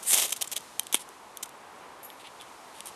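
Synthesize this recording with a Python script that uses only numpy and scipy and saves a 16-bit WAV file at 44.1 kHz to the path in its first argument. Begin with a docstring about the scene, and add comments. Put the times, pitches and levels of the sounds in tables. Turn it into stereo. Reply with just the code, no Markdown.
"""One long, bright rasp of a striker down a fire steel is heard close by, then short scrapes and ticks.
Friction drives the rasp and impacts make the ticks; both excite the brief resonance of the rod. The tools knock
once on the tinder and are shifted with dull taps, a rustle and a faint, high jingle. Behind them lies a low,
distant rush, with a nearer hiss."""
import sys
import numpy as np
from scipy import signal
from scipy.fft import rfft, irfft, next_fast_len
from scipy.io import wavfile
from scipy.ndimage import map_coordinates

SR = 44100
rng = np.random.default_rng(int(sys.argv[2]) if len(sys.argv) > 2 else 0)


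def to_wav(s):
    """Save 16-bit WAV."""
    ch = np.atleast_2d(s).T  # columns
    pcm = np.round(np.clip(ch, -1, 1) * 32767)  # PCM
    wavfile.write(sys.argv[1], SR, pcm.astype(np.int16))


N = 130095
T = np.arange(N) / SR

# Envelope of the long stroke: time_s, skid_level_db, bite_level_db
STROKE_LEVELS = [(.023, -61, -59), (.029, -41.5, -44), (.048, -49, -48), (.066, -36, -39.5),
                 (.082, -26.5, -49), (.122, -24, -33), (.130, -29, -26), (.133, -22, -17.5),
                 (.144, -23, -21.5), (.148, -28, -26.5), (.168, -37, -28), (.177, -38, -24),
                 (.182, -40, -26), (.194, -46, -23), (.209, -48, -30.5), (.224, -44, -24.5),
                 (.243, -60, -30), (.256, -43, -28), (.272, -58, -42), (.312, -45, -42)]
# Spectra of the edge skidding and biting: frequency_hz, gain_db
SKID_SPECTRUM = [(300, -59), (2000, -15.5), (5800, -17), (7300, -6.5), (8000, -0.5), (8600, -1),
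                 (9900, -3.5), (10800, -7), (11500, -7.5), (12800, -11), (14300, -25)]
BITE_SPECTRUM = [(60, -27.5), (200, -16), (560, -5), (1000, -7), (1520, -12), (2050, -6), (3150, -1),
                 (3700, -1), (4400, -6.5), (6300, -1.5), (7500, -1), (9400, -2), (10600, -5), (12400, -3.5),
                 (14200, -20.5)]
CHATTER_DB, STROKE_RELEASE_DB_PER_S = 1.2, 1200
def long_stroke():
    """Sliding friction: the chattering edge skids with a hiss, then bites and tears off sparks."""
    chatter_db = CHATTER_DB * wobble(rate_hz=420)
    release_db = STROKE_RELEASE_DB_PER_S * np.maximum(T - STROKE_LEVELS[-1][0], 0)
    skid, bite = amp(curve(STROKE_LEVELS) - release_db + chatter_db)
    fine, coarse = grains(per_s=20000, spread_db=3), grains(per_s=12000, spread_db=3.5)
    return coloured(skid * fine, SKID_SPECTRUM) + coloured(bite * coarse, BITE_SPECTRUM)


# Short strokes of the edge: start_s, length_s, level_db, body_db
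SHORT_STROKES = [(.3225, 0.0052, -23.5, -8), (.334, 0.0042, -39, -2), (.362, 0.0074, -35.5, -5.5),
                 (.411, 0.0061, -29.5, -3.5), (.416, 0.011, -30, -4), (.442, 0.0048, -39.5, 2.5),
                 (.5155, 0.019, -32.5, -1), (.559, 0.021, -36.5, 4), (.563, 0.0035, -35, -8),
                 (.928, 0.0032, -30, -2), (.9335, 0.014, -35.5, -2), (.946, 0.0085, -40, 9),
                 (1.427, 0.008, -31, -4.5), (1.456, 0.004, -46, -1)]
def scrapes():
    """Friction in brief bursts: the edge bites the rod with a gritty rasp."""
    grit = grains(per_s=9000, spread_db=4) * amp(CHATTER_DB * wobble(rate_hz=450))
    return coloured(rubbed(SHORT_STROKES, grit, attack_s=0.00095, release_s=0.0029), BITE_SPECTRUM)


# Contacts of steel on steel: start_s, relative_level_db, body_db
STEEL_CONTACTS = [(.0305, -25.5, 0), (0.052, -28, -10), (.1083, -11, 2), (.1197, -7, -10), (.1325, -10, -3),
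                  (.1445, -2, -19), (.1775, -4, -10), (.1864, -11, 1), (.2011, -13, -4), (.2365, -19, -1),
                  (.2532, -15, -11), (.2828, -22, 0), (.2942, -18.5, 6), (.3066, -16, -1), (.3275, -9.5, 7),
                  (.3686, -29, 0), (.3767, -27, 4), (.4244, -9.5, 0.5), (.4751, -21, -8), (.5158, -22, -4),
                  (.5295, -17, -12), (.5654, -11.5, 1), (.5765, -21, -5), (.6075, -30, -6), (.7947, -8, 3),
                  (.7964, -6.5, 1), (0.8331, -27, -8), (.9272, -11, -2), (.9494, -16, 7), (.9538, -10, 0),
                  (1.0903, -30.5, -4), (1.372, -19, -3), (1.3738, -26, -7), (1.4424, -29, 1),
                  (1.4926, -30.5, -3), (2.8585, -26, -5), (2.8714, -22, -12)]
# Spectrum of a contact: frequency_hz, gain_db
TICK_SPECTRUM = [(80, -27), (500, -25), (1000, -7), (1550, -19.5), (2200, -6), (2600, -5), (3200, 3.5),
                 (3700, 3), (4800, -18), (6100, 3), (7600, -3), (9500, 4.5), (12500, -1), (14000, -24)]
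def ticks():
    """Hard impact: the edge catches or taps the rod, and so short a pulse has a broad spectrum."""
    return coloured(struck(STEEL_CONTACTS, decay_s=0.00062), TICK_SPECTRUM)


# Modes of the rod: pitch_hz, bandwidth_hz, relative_gain_db
ROD_MODES = [(3140, 24, 0), (6270, 32, -3), (8040, 36, -10), (8730, 80, 0), (9580, 79, 2.5)]
def rod_resonance(contacts):
    """Damped resonance: the hand-held steel adds a short ring to every contact."""
    def response(hz):
        return sum(amp(db) * 1j * hz * width / (pitch ** 2 - hz ** 2 + 1j * hz * width)
                   for pitch, width, db in ROD_MODES)
    return contacts + amp(-3) * filtered(contacts, response)


# Spectra of the knock's hard and dull parts: frequency_hz, gain_db
CLACK_SPECTRUM = [(200, -27), (1700, -15), (2250, -1.5), (2600, -7.5), (2950, 1), (3650, 5), (4200, -30),
                  (5300, -39), (5900, -3), (7700, -18), (8200, 4.5), (10500, 0), (12500, -9), (14000, -37)]
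THUD_SPECTRUM = [(40, -44), (120, -14), (200, -2.5), (380, 3.5), (520, -3), (900, 1), (1400, -5.5),
                 (2200, -29)]
def knock(start_s=.9441, clack_db=8, thud_db=-3.5):
    """Impact: the tools come down on the tinder with a hard clack over a dull thud."""
    clack = coloured(placed(burst(decay_s=0.002), start_s), CLACK_SPECTRUM)
    thud = coloured(placed(burst(decay_s=0.002), start_s), THUD_SPECTRUM)
    return amp(clack_db) * clack + amp(thud_db) * thud


# Bumps of the tools in the hands: start_s, relative_level_db, body_db
HAND_TAPS = [(.8687, -21, 0), (2.1023, -35.5, 14), (2.272, -35.5, 10), (2.4119, -30.5, 6), (2.4193, -32, 4),
             (2.8055, -20, 1.5)]
# Spectrum of handling, sleeve and dry litter: frequency_hz, gain_db
HANDLING_SPECTRUM = [(150, -26), (1000, -30), (2000, -8), (3400, -1), (4700, -9), (7000, -7.5),
                     (9200, -0.5), (11500, -6), (12800, -17), (14000, -41)]
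def taps():
    """Damped impact: the tools bump dully in the hands."""
    return coloured(struck(HAND_TAPS, decay_s=0.0018), HANDLING_SPECTRUM)


# Brief rings of the tools, two light clinks and the ring of the knock: start_s, pitch_hz, level_db, t60_s
TOOL_MODES = [(.4785, 7520, -26, 0.0096), (2.4, 3470, -43.5, 0.082), (.945, 3200, -29, .045)]
def tool_rings():
    """Free vibration: each brief metallic ring is one mode decaying exponentially."""
    sound = np.zeros(N)
    for start_s, hz, db, t60_s in TOOL_MODES:
        age = np.maximum(T - start_s, 0)
        sound += amp(db - 60 * age / t60_s) * np.sin(2 * np.pi * hz * age)
    return sound


# Movements of the hands: start_s, length_s, level_db, body_db
HAND_MOVES = [(.952, 0.023, -41.5, 2), (.992, 0.03, -45, -3), (2.195, 0.023, -56.5, 10),
              (2.24, 0.036, -60.5, 18.5), (2.40, 0.029, -61, 14), (2.745, 0.052, -55.5, 5),
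              (2.854, 0.034, -43, -4)]
def rustles():
    """Crackling noise: tiny impulses from sleeve and dry litter merge as the hands shift."""
    crackle = grains(per_s=9000, spread_db=4)
    return coloured(rubbed(HAND_MOVES, crackle, attack_s=0.0028, release_s=0.0075), HANDLING_SPECTRUM)


# Modes of a small, loose piece of metal: pitch_hz, gain_db, t60_s
JINGLE_MODES = [(7106, -16, .2), (9022, -15, .16), (10350, -13, .35), (11600, -9, .38), (11710, -5, .28)]
# Strikes on it: start_s, relative_level_db
JINGLE_STRIKES = [(2.03, -42.5), (2.0467, -45.5)]
# Spectrum of its rattle: frequency_hz, gain_db
RATTLE_SPECTRUM = [(5000, -19), (8900, -9), (10900, -13), (11700, 3), (13500, -29)]
def jingle():
    """Modal ringing: a small piece of metal rattles, and its size puts its modes very high."""
    t = T[:SR // 2]
    def ring():
        return sum(amp(db - 60 * t / t60) * np.sin(2 * np.pi * hz * t + wobble(rate_hz=250)[:len(t)])
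                   for hz, db, t60 in JINGLE_MODES)
    envelope = sum(amp(db) * swell(s, 0, attack_s=0.0012, release_s=0.011) for s, db in JINGLE_STRIKES)
    rattle = coloured(envelope * grains(per_s=4000, spread_db=1), RATTLE_SPECTRUM)
    return sum(amp(db) * placed(ring(), s) for s, db in JINGLE_STRIKES) + amp(-0.5) * rattle


# Scattered share of the sound: frequency_hz, gain_db
SCATTER_SPECTRUM = [(300, -24), (3000, -18), (6000, -10), (9000, -5), (13000, -3)]
def reflections(x, tail_db=-23, t60_s=0.25):
    """Scattering: near surfaces vary the phase between the sides; trees and ground give a faint tail."""
    quadrature = filtered(x, lambda hz: 1j * amp(along(SCATTER_SPECTRUM, hz)))
    side = quadrature * unit(np.tanh(2 * wobble(rate_hz=900)))
    tail = rng.standard_normal((2, SR // 2)) * amp(-60 * T[:SR // 2] / t60_s)
    reverberation = signal.fftconvolve(x[None], tail / np.linalg.norm(tail[0]), axes=1)[:, :N]
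    return np.array([x + side, x - side]) + amp(tail_db) * reverberation


# Envelopes of the distant rush and the nearer hiss of leaves and clothing: time_s, level_db
RUSH_LEVELS = [(0, -51), (.6, -52), (1.25, -51), (1.8, -48), (2.2, -50), (2.6, -49.5), (2.95, -49)]
HISS_LEVELS = [(0, -50), (.6, -51), (.9, -54), (1.25, -57.5), (1.95, -58.5), (2.35, -56), (2.95, -53.5)]
# Their spectra: frequency_hz, gain_db
RUSH_SPECTRUM = [(25, -35), (45, -19), (62, -10.5), (95, -14), (160, -11.5), (350, -4.5), (560, -3.5),
                 (950, 2), (1200, -2.5), (1550, -8), (2400, -12), (4000, -20.5), (9000, -56)]
HISS_SPECTRUM = [(25, -20), (70, -6), (180, 5), (400, 5), (2000, 0), (3300, 2), (5000, 1.5), (9000, 1.5),
                 (12400, -3.5), (13300, -20), (14500, -44)]
# Their likeness between left and right: frequency_hz, coherence_ratio
RUSH_COHERENCE = [(30, .1), (70, 0.24), (140, 0.57), (300, 0.84), (1200, 0.91), (4000, 0.74)]
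HISS_COHERENCE = [(2000, 0.98), (6000, 0.64), (12000, 0.13)]
def background_air(levels, spectrum, coherence, flutter_db=.4):
    """Partial coherence: a wavering noise sounds wider where its two sides are less alike."""
    def response(hz):
        angle = np.arccos(np.clip(along(coherence, hz), -1, 1)) / 2
        return amp(along(spectrum, hz)) * [np.cos(angle), np.sin(angle)]
    mid, side = filtered(rng.standard_normal((2, N)), response)
    envelope = amp(curve(levels) + flutter_db * wobble(rate_hz=14))
    return envelope * unit(np.array([mid + side, mid - side]))


def grains(per_s, spread_db):
    """Shot noise: tiny fractures of random size at random moments, at rms 1."""
    size = amp(spread_db * np.clip(rng.standard_normal(N), -2, 2))
    return unit((rng.random(N) < per_s / SR) * size * rng.choice([-1, 1], N))


def rubbed(rows, grain, attack_s, release_s):
    """Amplitude modulation: the grains swell once for each row."""
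    swells = np.array([amp(db) * swell(s, length, attack_s, release_s) for s, length, db, _ in rows])
    body_gains = amp([row[3] for row in rows])
    return with_body(grain * swells.sum(0), grain * (body_gains @ swells))


def struck(rows, decay_s, boost_db=6):
    """Impulsive excitation: one crack for each row."""
    cracks = np.array([amp(db + boost_db) * placed(burst(decay_s), s) for s, db, _ in rows])
    body_gains = amp([row[2] for row in rows])
    return with_body(cracks.sum(0), body_gains @ cracks)


def with_body(treble, body, crossover_hz=4460):
    """Crossover: the treble of one signal joins the lower range of another, which body_db scales."""
    return treble + filtered(body - treble, lambda hz: 1 / (1 + (hz / crossover_hz) ** 8))


def burst(decay_s, size=512):
    """Transient: a crack of decaying, partly whitened noise with unit energy."""
    fade = np.exp(-np.arange(size) / SR / decay_s)
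    spectrum = rfft(rng.standard_normal(size) * fade)
    crack = irfft(spectrum / np.abs(spectrum) ** .8) * np.sqrt(fade)
    return crack / np.linalg.norm(crack)


def swell(start_s, length_s, attack_s, release_s):
    """Envelope: linear attack, hold and exponential release."""
    attack = np.clip((T - start_s) / attack_s, 0, 1)
    return attack * np.exp(-np.maximum(T - start_s - length_s, 0) / release_s)


def coloured(x, spectrum, size=2048):
    """Minimum-phase filtering: a causal response of unit energy imposes the spectrum."""
    cepstrum = irfft(np.log(amp(along(spectrum, np.fft.rfftfreq(size, 1 / SR)))))
    cepstrum[1:size // 2] *= 2
    cepstrum[size // 2 + 1:] = 0
    impulse = irfft(np.exp(rfft(cepstrum)))
    return signal.fftconvolve(x, impulse / np.linalg.norm(impulse))[:N]


def filtered(x, response):
    """Linear filtering: the spectrum times a frequency response."""
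    size = next_fast_len(N + SR // 2)
    return irfft(rfft(x, size) * response(np.fft.rfftfreq(size, 1 / SR)), size)[..., :N]


def placed(x, start_s):
    """Delay: x begins at start_s."""
    return np.pad(x, (int(start_s * SR), N))[:N]


def wobble(rate_hz):
    """Random modulation: a smooth curve through knots drawn at rate_hz."""
    return map_coordinates(rng.standard_normal(N), [T * rate_hz + 2], order=3)


def curve(rows):
    """Interpolation in time: one value per sample for each level column."""
    times, *columns = np.transpose(rows)
    return np.array([np.interp(T, times, column) for column in columns])


def along(points, hz):
    """Interpolation on a logarithmic frequency axis."""
    frequencies, values = np.transpose(points)
    return np.interp(np.log(hz + 1), np.log(frequencies + 1), values)


def amp(db):
    """Decibels to amplitude ratio."""
    return 10 ** (np.asarray(db) / 20)


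def unit(x):
    """Normalisation to rms 1."""
    return x / np.sqrt(np.mean(x ** 2) + 1e-20)


def scene():
    """Superposition: tools and hands sound in front of the distant rush and the nearer hiss."""
    fire_steel = rod_resonance(long_stroke() + scrapes() + ticks())
    near = reflections(fire_steel + knock() + taps() + tool_rings() + rustles() + jingle())
    rush = background_air(RUSH_LEVELS, RUSH_SPECTRUM, RUSH_COHERENCE)
    hiss = background_air(HISS_LEVELS, HISS_SPECTRUM, HISS_COHERENCE)
    return near + rush + hiss


# Stereo balance: frequency_hz, left_minus_right_db
BALANCE = [(50, -2), (200, -5.5), (700, -4), (2400, -4), (5500, -2.5), (8500, -2), (11000, -4.5),
           (13500, -9)]
def record(dry, ceiling=.92, cutoff_hz=14600):
    """Saturation and band limiting: the sound leans right, its peaks round off, its top is cut."""
    panned = filtered(dry, lambda hz: amp(along(BALANCE, hz) * np.array([[.5], [-.5]])))
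    rounded = panned / (1 + np.abs(panned / ceiling) ** 6) ** (1 / 6)
    return filtered(rounded, lambda hz: 1 / (1 + (hz / cutoff_hz) ** 100))


dry = scene()
out = record(dry)
to_wav(out)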